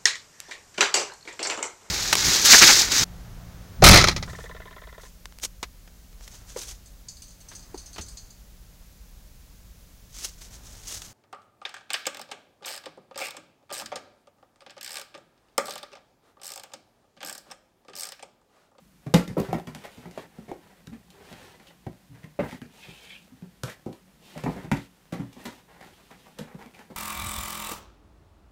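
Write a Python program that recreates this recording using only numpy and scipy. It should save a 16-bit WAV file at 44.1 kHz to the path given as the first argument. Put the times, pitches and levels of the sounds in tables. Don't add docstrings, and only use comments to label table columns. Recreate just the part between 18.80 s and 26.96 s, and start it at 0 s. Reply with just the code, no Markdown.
import sys
import numpy as np
from scipy import signal
from scipy.io import wavfile
from scipy.ndimage import uniform_filter1d

SR = 44100
rng = np.random.default_rng(int(sys.argv[2]) if len(sys.argv) > 2 else 0)


def output_pcm(signal):
    pcm = np.clip(np.atleast_2d(signal).T, -1, 1) * 32767
    wavfile.write(sys.argv[1], SR, np.round(pcm).astype(np.int16))


N = 359856

# start in seconds, time scale of the contact in
# seconds, boom pitch in Hz, boom level in dB, panel pitch in Hz, then knock, crunch and snap levels
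# in dB, and extra room echo in dB.
BLOWS = [(0.339, 0.0058, 177, -13.5, 448, -20, -28, -30, -4),
         (0.3425, 0.0026, 260, -26, 620, -39, -36.5, -34.5, -5),
         (0.477, 0.0023, 190, -38, 340, -45.5, -50.5, -53, 0),
         (0.568, 0.022, 178.6, -27.5, 507, -25, -46.5, -59, -2.5),
         (0.6, 0.0025, 200, -26.5, 473, -41, -55, -49, -10),
         (0.728, 0.0056, 176, -30, 323, -32.5, -42.5, -48.5, -0.5),
         (0.743, 0.0063, 228, -31.5, 375, -33.5, -47, -61, -6),
         (0.872, 0.0021, 159, -38.5, 380, -46, -49, -54.5, 2),
         (1.375, 0.008, 260, -44.5, 720, -43, -48, -55.5, 0.5),
         (1.715, 0.0025, 274, -55, 507, -38, -59, -63, -10),
         (2.071, 0.0039, 166, -43, 350, -57, -63, -59.5, -7),
         (3.065, 0.0067, 133, -35.5, 357, -40.5, -55.5, -64, -7),
         (3.59, 0.018, 117.6, -30.5, 397, -29.5, -39.5, -75, -7),
         (3.817, 0.0011, 215, -41, 394, -53, -54.5, -60, -0.5),
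         (4.834, 0.0021, 132, -33, 516, -41, -41, -41.5, -3.5),
         (5.061, 0.0067, 228.6, -36.5, 597, -37.5, -64, -65, 2),
         (5.636, 0.0046, 150, -32, 407, -38.5, -46, -51.5, -0.5),
         (5.661, 0.013, 274.4, -29.5, 424, -34, -45, -74, 2),
         (5.915, 0.0051, 207, -23, 392, -34, -33.5, -42, -3.5),
         (6.323, 0.0067, 180, -33, 327, -38, -46.5, -50.5, 1.5),
         (6.653, 0.0082, 227, -39, 332, -43, -44, -45, 0.5),
         (7.586, 0.007, 203, -44, 328, -47, -51, -47.5, -0.5)]
# start in seconds, time scale of the contact in seconds,
# boom pitch in Hz, boom level in dB, knock level in dB.
BUMPS = [(0.263, 0.0083, 159, -33.5, -44), (0.498, 0.0076, 119, -37.5, -51),
         (0.683, 0.035, 156, -35.5, -41), (0.95, 0.0054, 188, -44, -57), (1.17, 0.025, 159, -47, -55),
         (1.253, 0.02, 174.4, -42.5, -48.5), (1.583, 0.0039, 220, -42, -52.5),
         (1.678, 0.029, 205, -47.5, -45.5), (2.118, 0.0083, 224, -39.5, -60),
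         (2.511, 0.02, 200, -47.5, -57), (3.288, 0.13, 120, -49, -88), (3.437, 0.011, 162, -43.5, -56.5),
         (3.597, 0.0074, 165, -28, -46), (3.726, 0.0032, 201, -40, -52), (4.083, 0.0038, 157, -47.5, -53.5),
         (4.519, 0.0053, 250, -49.5, -79), (4.621, 0.0036, 175, -40.5, -55),
         (5.557, 0.027, 163, -40, -49.5), (5.682, 0.0042, 180.7, -33.5, -49), (5.761, 0.011, 192, -40, -44),
         (5.842, 0.013, 128, -41, -46), (5.918, 0.0016, 127, -28.5, -47), (6.389, 0.021, 192.4, -31, -45),
         (6.565, 0.0064, 241, -46.5, -53), (7.606, 0.0071, 215, -38.5, -55), (7.744, 0.0043, 204, -42, -53),
         (7.857, 0.0056, 222, -49.5, -56), (8.1, 0.013, 199, -48, -49)]
# start in seconds, time scale of the contact in seconds,
# crunch level in dB, snap level in dB.
BITES = [(0.579, 0.024, -49.5, -53), (0.949, 0.00078, -50.5, -50), (1.041, 0.014, -56, -63),
         (1.311, 0.0014, -60.5, -59.5), (2.125, 0.019, -58.5, -66), (2.303, 0.0038, -69, -59),
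         (2.527, 0.0047, -55.5, -57), (2.797, 0.0061, -59.5, -68), (4.877, 0.012, -49.5, -65),
         (4.895, 0.0069, -67, -53.5), (5.127, 0.0043, -63, -60), (5.576, 0.0038, -49, -53.5),
         (5.966, 0.012, -50, -54), (6.337, 0.0019, -48.5, -55.5), (6.528, 0.004, -66, -59.5),
         (7.011, 0.00094, -54.5, -61), (7.026, 0.0029, -61, -64), (7.074, 0.002, -61.5, -74),
         (7.308, 0.012, -54.5, -62.5), (7.825, 0.0018, -56, -66), (7.861, 0.0013, -61, -65),
         (7.991, 0.0027, -56.5, -62)]
# pitch in Hz, relative strength in dB, time to die by 60 dB in seconds.
BOX_MODES = [(119, -1.5, 0.17), (154, 3, 0.14), (178.8, -4.5, 0.22), (239.6, 4, 0.12), (278, -2.5, 0.2)]
PANEL_MODES = [(376, 14, 0.048), (434, -9, 0.12), (584.4, -2.5, 0.14), (780, 11, 0.0413), (870, 6, 0.053)]
FLAP_MODES = [(1295, -1, 0.096), (1354, 7.5, 0.18), (1850, 5, 0.12), (2125, 7, 0.041), (2305, 4, 0.086),
              (2383, 5.5, 0.11)]
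# frequency in Hz, relative level in dB.
KNOCK_COLOUR = [(150, -34), (300, 2), (550, 2), (900, -9), (1250, -18), (3000, -50)]
CRUNCH_COLOUR = [(500, -41), (950, 7.5), (1400, 8.5), (2000, 9), (2400, 4.5), (3100, -7), (4500, -16),
                 (9000, -37)]
SNAP_COLOUR = [(1200, -26.5), (2800, 3), (3600, 1.5), (5300, 0), (7000, -2.5), (9000, -7), (13000, -9.5),
               (15500, -20.5)]


def blows():
    t, out = np.arange(16384) / SR, np.zeros(N)
    knock, crunch, snap = click(KNOCK_COLOUR), click(CRUNCH_COLOUR), click(SNAP_COLOUR)
    contacts = BLOWS + [bump(*row) for row in BUMPS] + [bite(*row) for row in BITES]
    for row, tail in zip(contacts, room_tails(t, count=len(contacts))):
        s, contact, boom_hz, boom_db, panel_hz, knock_db, crunch_db, snap_db, room_db = row
        contact = max(contact, 0.001)
        fibres = fibre_burst(t, contact, per_s=4000, spread_db=4.2, touch=0.75)

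        crack_spread_db = 3 + 4 * np.exp(-contact / 0.008)
        cracks = levelled(fibre_burst(t, contact, per_s=6000, spread_db=crack_spread_db, touch=0.45))
        flute = ring(t[:512], rng.uniform(2800, 5000), t60=0.004)
        crack = evened(coloured(cracks, snap)) + 0.3 * evened(coloured(cracks, flute))

        swing = 1 - np.exp(-(7.1 * t / contact) ** 2)
        heave = 1 - np.exp(-(t / (0.4 * contact + 0.0036)) ** 2)

        main_hz = BOX_MODES[2][0]
        boom_t60 = 0.058 + 0.057 * np.exp(-((boom_hz - main_hz) / 10) ** 2)
        box = struck(t, around(BOX_MODES, boom_hz))
        boom = heave * (ring(t, boom_hz, boom_t60) + 0.31 * box)
        boom += 0.054 * heave * ring(t, hz=59.6, t60=0.19)

        panels = struck(t, around(PANEL_MODES, panel_hz))
        panel = swing * (ring(t, panel_hz, t60=0.07) + 0.42 * panels)
        clack = evened(coloured(fibres, knock)) + 0.71 * evened(panel)
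        flaps = swing * struck(t, FLAP_MODES, detune=0.015)
        crush = evened(coloured(fibres, crunch)) + 0.36 * evened(flaps)

        tail = tail * gain_of(room_db)
        add(out, s, heard(boom, tail, boom_db, wet_db=-7.0))
        add(out, s, heard(clack, tail, knock_db, wet_db=2.5))
        add(out, s, heard(crush, tail, crunch_db, wet_db=2.0))
        add(out, s, heard(crack, tail, snap_db, wet_db=-1.0))
    return out


BUMP_PANEL_HZ, BUMP_CRUNCH_DB, BUMP_SNAP_DB = 385.7, -10, -18.5


def bump(s, contact, boom_hz, boom_db, knock_db):
    crunch_db, snap_db = knock_db + BUMP_CRUNCH_DB, knock_db + BUMP_SNAP_DB
    return s, contact, boom_hz, boom_db, BUMP_PANEL_HZ, knock_db, crunch_db, snap_db, 0


BITE_BOOM_HZ, BITE_BOOM_DB, BITE_PANEL_HZ, BITE_KNOCK_DB, BITE_ROOM_DB = 216, -1.5, 783, 0, -2


def bite(s, contact, crunch_db, snap_db):
    boom_db, knock_db = crunch_db + BITE_BOOM_DB, crunch_db + BITE_KNOCK_DB
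    return s, contact, BITE_BOOM_HZ, boom_db, BITE_PANEL_HZ, knock_db, crunch_db, snap_db, BITE_ROOM_DB


# start in seconds, pitch of the face in Hz, level in dB,
# overtones in dB relative to the main ring, time for the main ring to die by 60 dB in seconds.
SLAPS = [(0.34, 834, -28.5, -18, 0.049), (0.568, 549, -33.5, -1, 0.094), (0.7295, 746, -29, -27, 0.029),
         (1.255, 846, -51, -2, 0.025), (1.376, 620, -40, -18, 0.019), (1.716, 350, -36.5, -22, 0.075),
         (3.067, 690, -52, -9, 0.078), (3.590, 579, -27.5, -20, 0.11), (3.725, 865, -49.5, 3, .03),
         (5.559, 595, -46, -20, 0.06), (5.6615, 794, -34.5, -5.5, 0.025), (5.915, 906, -34.5, 1, 0.033),
         (7.592, 491, -46, -20, 0.066)]
# multiple of its pitch, relative level in dB.
FACE_OVERTONES = [(1.5, -9), (1.8, -16.5), (2.35, -11.5)]
FACE_T60_S = 0.043


def slaps():
    t, out = np.arange(8192) / SR, np.zeros(N)
    for (s, hz, db, overtones_db, t60), tail in zip(SLAPS, room_tails(t, count=len(SLAPS))):
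        overtones = sum(gain_of(mode_db) * ring(t, multiple * hz, FACE_T60_S)
                        for multiple, mode_db in FACE_OVERTONES)
        onset = np.minimum(t / 0.001, 1)
        face = onset * (ring(t, hz, t60) + gain_of(overtones_db) * overtones)
        add(out, s, heard(face, tail, db, wet_db=-9))
    return out


# start in seconds, pitch in Hz, level in dB.
CLICKS = [(0.344, 3730, -34.5), (0.478, 3680, -54), (0.871, 3310, -56.5), (0.948, 4770, -56),
          (2.071, 3850, -58), (2.075, 1570, -59.5), (3.817, 1650, -52.5)]
# multiple of its pitch, relative level in dB, time to die by 60 dB in seconds.
CLICK_MODES = [(1, 8.5, 0.019), (1.47, -2, 0.018), (1.8, -3, 0.021)]


def claw_clicks():
    t, out = np.arange(8192) / SR, np.zeros(N)
    for (s, hz, db), tail in zip(CLICKS, room_tails(t, count=len(CLICKS))):
        tick = sum(gain_of(mode_db) * ring(t, multiple * hz, t60)
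                   for multiple, mode_db, t60 in CLICK_MODES)
        add(out, s, heard(tick, tail, db, wet_db=-12))
    return out


# start in seconds, length in seconds,
# strength of the edge's rubbing in dB, strength of the paper's brushing in dB (both before the mix below).
SHOVES = [(0.38, 0.094, -48.5, -65), (0.59, 0.13, -48.5, -53.5), (0.94, 0.45, -58, -57.5),
          (1.33, 0.16, -54, -57.5), (1.49, 0.38, -64, -67.5), (1.8, 0.24, -62, -68),
          (2.3, 0.31, -61, -65.5), (2.41, 0.43, -58.5, -58), (2.57, 0.24, -61.5, -68),
          (2.8, 0.16, -65.5, -65), (3.335, 0.12, -60, -70), (3.59, 0.12, -43, -56), (3.67, 0.14, -56, -53),
          (3.88, 0.65, -63, -54.5), (4.87, 0.087, -54, -51), (5.395, 0.4, -59, -54.5),
          (5.67, 0.25, -48.5, -57), (5.95, 0.14, -74, -55.5), (6.33, 0.31, -66, -66),
          (6.56, 0.29, -55, -56.5), (6.87, 0.28, -58, -67), (7.02, 0.24, -66, -63),
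          (7.16, 0.55, -66.5, -63.5), (7.56, 0.24, -57.5, -84), (7.78, 0.085, -52.5, -65),
          (7.93, 0.14, -56, -61)]
# frequency in Hz, relative level in dB.
JUDDER_COLOUR = [(30, -18), (55, -25), (100, -2), (140, -20), (182, -9), (225, -10), (390, -11),
                 (520, -42.5), (1000, -41)]
RASP_COLOUR = [(250, -21), (400, 3.5), (600, -0.5), (850, 2.5), (1200, -5.5), (1900, -3), (2800, -14.5),
               (5000, -39.5)]
HISS_COLOUR = [(1200, -29), (2500, 4.5), (3600, 3), (6000, -3.5), (9000, -6.5), (13000, -11.5),
               (15500, -13)]
GRAB_S, FIDGET_RUB_DB, FIDGET_BRUSH_DB = 0.22, -71, -71.5


def sliding():
    held = np.arange(N) / SR > GRAB_S
    rub = np.hypot(strokes(SHOVES, axis=2), gain_of(FIDGET_RUB_DB) * held)
    brush = np.hypot(strokes(SHOVES, axis=3), gain_of(FIDGET_BRUSH_DB) * held)
    judder = friction(click(JUDDER_COLOUR), per_s=2300, spread_db=1.0, uneven_db=4)
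    rasp = friction(click(RASP_COLOUR), per_s=4000, spread_db=3, uneven_db=3)
    hiss = friction(click(HISS_COLOUR), per_s=7000, spread_db=3.8, uneven_db=1.2)
    edge = gain_of(-4.5) * judder + gain_of(1.5) * rasp
    return rub * edge + gain_of(-1.25) * brush * hiss


# start in seconds, length in seconds,
# first pitch in Hz, last pitch in Hz, level in dB.
SCRAPES = [(0.646, 0.02, 1200, 1510, -49.5), (0.78, 0.026, 630, 780, -43.5),
           (1.036, 0.041, 2160, 1790, -49), (1.039, 0.025, 720, 547, -44.5), (2.32, 0.17, 370, 435, -60),
           (2.864, 0.028, 3170, 2870, -56), (3.336, 0.034, 2050, 1940, -65), (3.429, 0.02, 1980, 1940, -54),
           (3.685, 0.044, 2350, 1850, -49.5), (4.883, 0.0395, 1500, 1910, -47),
           (7.301, 0.024, 1050, 806, -57), (7.457, 0.035, 870, 730, -55), (7.785, 0.046, 664, 885, -52.5),
           (7.938, 0.015, 2450, 2300, -56), (8.1, 0.027, 855, 674, -59)]
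# frequency in Hz, relative level in dB.
CREASE_COLOUR = [(200, -13), (500, 12.5), (1000, 2), (2000, -2), (3500, -5), (7000, -13.5), (15000, -15)]
RIBS_PER_S, SCRAPE_WIDTH, SCRAPE_RASP_DB = 600, 0.13, -12


def scrapes():
    t, out = np.arange(8192) / SR, np.zeros(N)
    rasp_colour = click(CREASE_COLOUR)
    for (s, length, first_hz, last_hz, db), tail in zip(SCRAPES, room_tails(t, count=len(SCRAPES))):
        progress = np.minimum(t / length, 1)
        pressure = np.sqrt(progress * (1 - progress))
        catches = pressure * grains(len(t), RIBS_PER_S, spread_db=3)
        pitch = first_hz + (last_hz - first_hz) * progress
        spot = resonate(catches, pitch, SCRAPE_WIDTH * first_hz)
        rasp = evened(coloured(catches, rasp_colour))
        scrape = evened(spot) + gain_of(SCRAPE_RASP_DB) * rasp
        add(out, s, heard(scrape, tail, db, wet_db=-5))
    return out


# start in seconds, time scale of the burst in seconds, level in dB.
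TAPE = [(0.579, 0.0053, -52), (0.595, 0.011, -49), (0.727, 0.008, -51), (6.642, 0.005, -56)]
# frequency in Hz, relative level in dB.
TAPE_COLOUR = [(3000, -37), (8000, -9), (12000, 6), (14500, 1), (16000, 6)]


def tape():
    t, out = np.arange(8192) / SR, np.zeros(N)
    colour = click(TAPE_COLOUR)
    for (s, length, db), tail in zip(TAPE, room_tails(t, count=len(TAPE))):
        crackle = fibre_burst(t, length, per_s=3000, spread_db=4, touch=0.5)
        add(out, s, heard(coloured(crackle, colour), tail, db, wet_db=-5))
    return out


# start in seconds, length in seconds, level in dB.
PULLS = [(3.98, 0.37, -51.5), (4.22, 0.23, -51)]
# pitch in Hz, width of each filter pass in Hz, relative level in dB.
DRAG_MODES = [(1740, 500, -11), (2480, 520, 0), (3030, 700, -2)]
DRAG_WANDER = 0.04


def drag():
    slips = friction(signal.unit_impulse(2), per_s=5700, spread_db=-1.5, uneven_db=6.0)
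    rush = 0
    for hz, width, db in DRAG_MODES:
        pitch = hz * (1 + DRAG_WANDER * slow_noise(2500, 1500))
        once = resonate(slips, pitch, width)
        rush = rush + gain_of(db) * evened(resonate(once, pitch, width))
    return strokes(PULLS) * evened(rush)


CREASE_DB, CREASE_SHOVED_DB = -73, -22


def creases():
    held = np.arange(N) / SR > GRAB_S
    shoved = gain_of(CREASE_SHOVED_DB) * strokes(SHOVES, axis=2)
    strain = np.hypot(shoved, gain_of(CREASE_DB) * held)
    return strain * friction(click(CREASE_COLOUR), per_s=65, spread_db=5, uneven_db=2, wet=0.5)


# frequency in Hz, relative level in dB.
AIR_COLOUR = [(20, -31), (53, -8.5), (100, -21), (185, -4.5), (240, -14.5), (480, -25), (1900, -29.5),
              (15500, -37)]
AIR_DB = -60


def still_air():
    noise = rng.standard_normal(N)
    return gain_of(AIR_DB) * evened(coloured(noise, click(AIR_COLOUR, size=8192)))


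# frequency in Hz, time to die by 60 dB in seconds.
ROOM = [(100, 0.32), (260, 0.2343), (700, 0.2222), (1840, 0.24), (4850, 0.236), (14000, 0.23)]


def room_tails(t, count):
    noise = rng.standard_normal((count, len(t)))
    hz, age, bands = signal.stft(noise, SR, nperseg=256)
    decay = gain_of(-60 * age / read(ROOM, hz)[:, None])
    tails = signal.istft(bands * decay, SR, nperseg=256)[1][:, :len(t)]
    tails *= np.clip(t / 0.0064, 0, 1)
    return tails / np.linalg.norm(tails, axis=1, keepdims=True)


def heard(x, tail, db, wet_db):
    x = x + gain_of(wet_db) * coloured(x, tail)
    return gain_of(db) * x / (np.std(x[:round(0.035 * SR)]) + 1e-12)


def fibre_burst(t, contact, per_s, spread_db, touch):
    force = t / contact * np.exp(-2.6 * t / contact)
    after = 0.016 * np.exp(-t / 0.03) * grains(len(t), per_s=300, spread_db=4)
    burst = force * grains(len(t), per_s, spread_db)
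    tap_size = touch * np.exp(-contact / 0.01) * np.linalg.norm(burst)
    tap = tap_size * signal.unit_impulse(len(t), round(0.001 * SR))
    return tap + burst + after


def friction(colour, per_s, spread_db, uneven_db, wet=0.88):
    catch = slow_noise(700, 300)
    slips = grains(N, per_s, spread_db) * gain_of(uneven_db * catch)
    here, there = room_tails(np.arange(SR // 3) / SR, count=2)
    turn = 2 * np.pi * 3.4 * np.arange(N) / SR
    echo = coloured(slips * np.cos(turn), here) + coloured(slips * np.sin(turn), there)
    return evened(coloured(slips + wet * echo, colour))


SPEED_UP, SLOW_DOWN = 0.16, 0.43


def strokes(rows, axis=2):
    out = np.zeros(N)
    for row in rows:
        start, length = row[:2]
        progress = np.arange(0, length, 1 / SR) / length
        speed = np.clip(np.minimum(progress / SPEED_UP, (1 - progress) / SLOW_DOWN), 0, 1)
        add(out, start, gain_of(row[axis]) * speed)
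    return out


OFF_PITCH_DB_PER_OCTAVE = 5.5


def around(modes, centre_hz):
    return [(hz, db - OFF_PITCH_DB_PER_OCTAVE * abs(np.log2(hz / centre_hz)), t60)
            for hz, db, t60 in modes]


def struck(t, modes, detune=0.012):
    total = 0
    for hz, db, t60 in modes:
        strength = rng.uniform(-1.03, 1) * gain_of(db)
        pitch = hz * (1 + detune * rng.uniform(-1.04, 1))
        total = total + strength * ring(t, pitch, t60)
    return total


def ring(t, hz, t60):
    return np.sin(2 * np.pi * hz * t) * gain_of(-60 * t / t60)


def resonate(x, hz, width):
    turn = np.exp(2j * np.pi * np.cumsum(hz) / SR)
    r = np.exp(-np.pi * width / SR)
    return (turn * signal.lfilter([1 - r], [1, -r], x / turn)).real


def grains(count, per_s, spread_db):
    size = gain_of(spread_db * np.minimum(rng.exponential(1, count), 4))
    size = size * rng.choice([-1, 1], count)
    return evened(size * (rng.random(count) < per_s / SR))


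def slow_noise(first_size, second_size):
    once = uniform_filter1d(rng.standard_normal(N), size=first_size)
    return evened(uniform_filter1d(once, size=second_size))


def levelled(x):
    spectrum = np.fft.fft(x)
    power = uniform_filter1d(abs(spectrum) ** 2, size=128, mode="wrap")
    correction = np.exp(np.conj(signal.hilbert(-0.5 * np.log(power))))
    return np.fft.ifft(spectrum * correction).real


def click(spectrum, size=2048):
    log_gain = np.log(gain_of(read(spectrum, abs(np.fft.fftfreq(size, 1 / SR)))))
    return np.fft.ifft(np.exp(np.conj(signal.hilbert(log_gain)))).real[:size // 2]


def coloured(x, colour):
    return signal.fftconvolve(x, colour)[:len(x)]


def read(points, hz):
    f, value = np.transpose(points)
    return np.interp(np.log(hz + 1), np.log(f + 1), value)


def gain_of(db):
    return 10 ** (np.asarray(db) / 20)


def evened(x):
    return x / np.sqrt(np.mean(x ** 2) + 1e-20)


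def add(mix, s, sound):
    part = mix[max(round(s * SR), 0):][:len(sound)]
    part += sound[:len(part)]


def scene():
    impacts = blows() + slaps() + claw_clicks()
    rubbing = sliding() + scrapes() + tape() + drag() + creases()
    return (impacts + rubbing + still_air())[None]


EDGE_HZ = 15650


def record(dry):
    lowpass = signal.firwin(511, EDGE_HZ, window=("kaiser", 9), fs=SR)
    return signal.oaconvolve(dry, lowpass[None], "same")


dry = scene()
out = record(dry)
output_pcm(out)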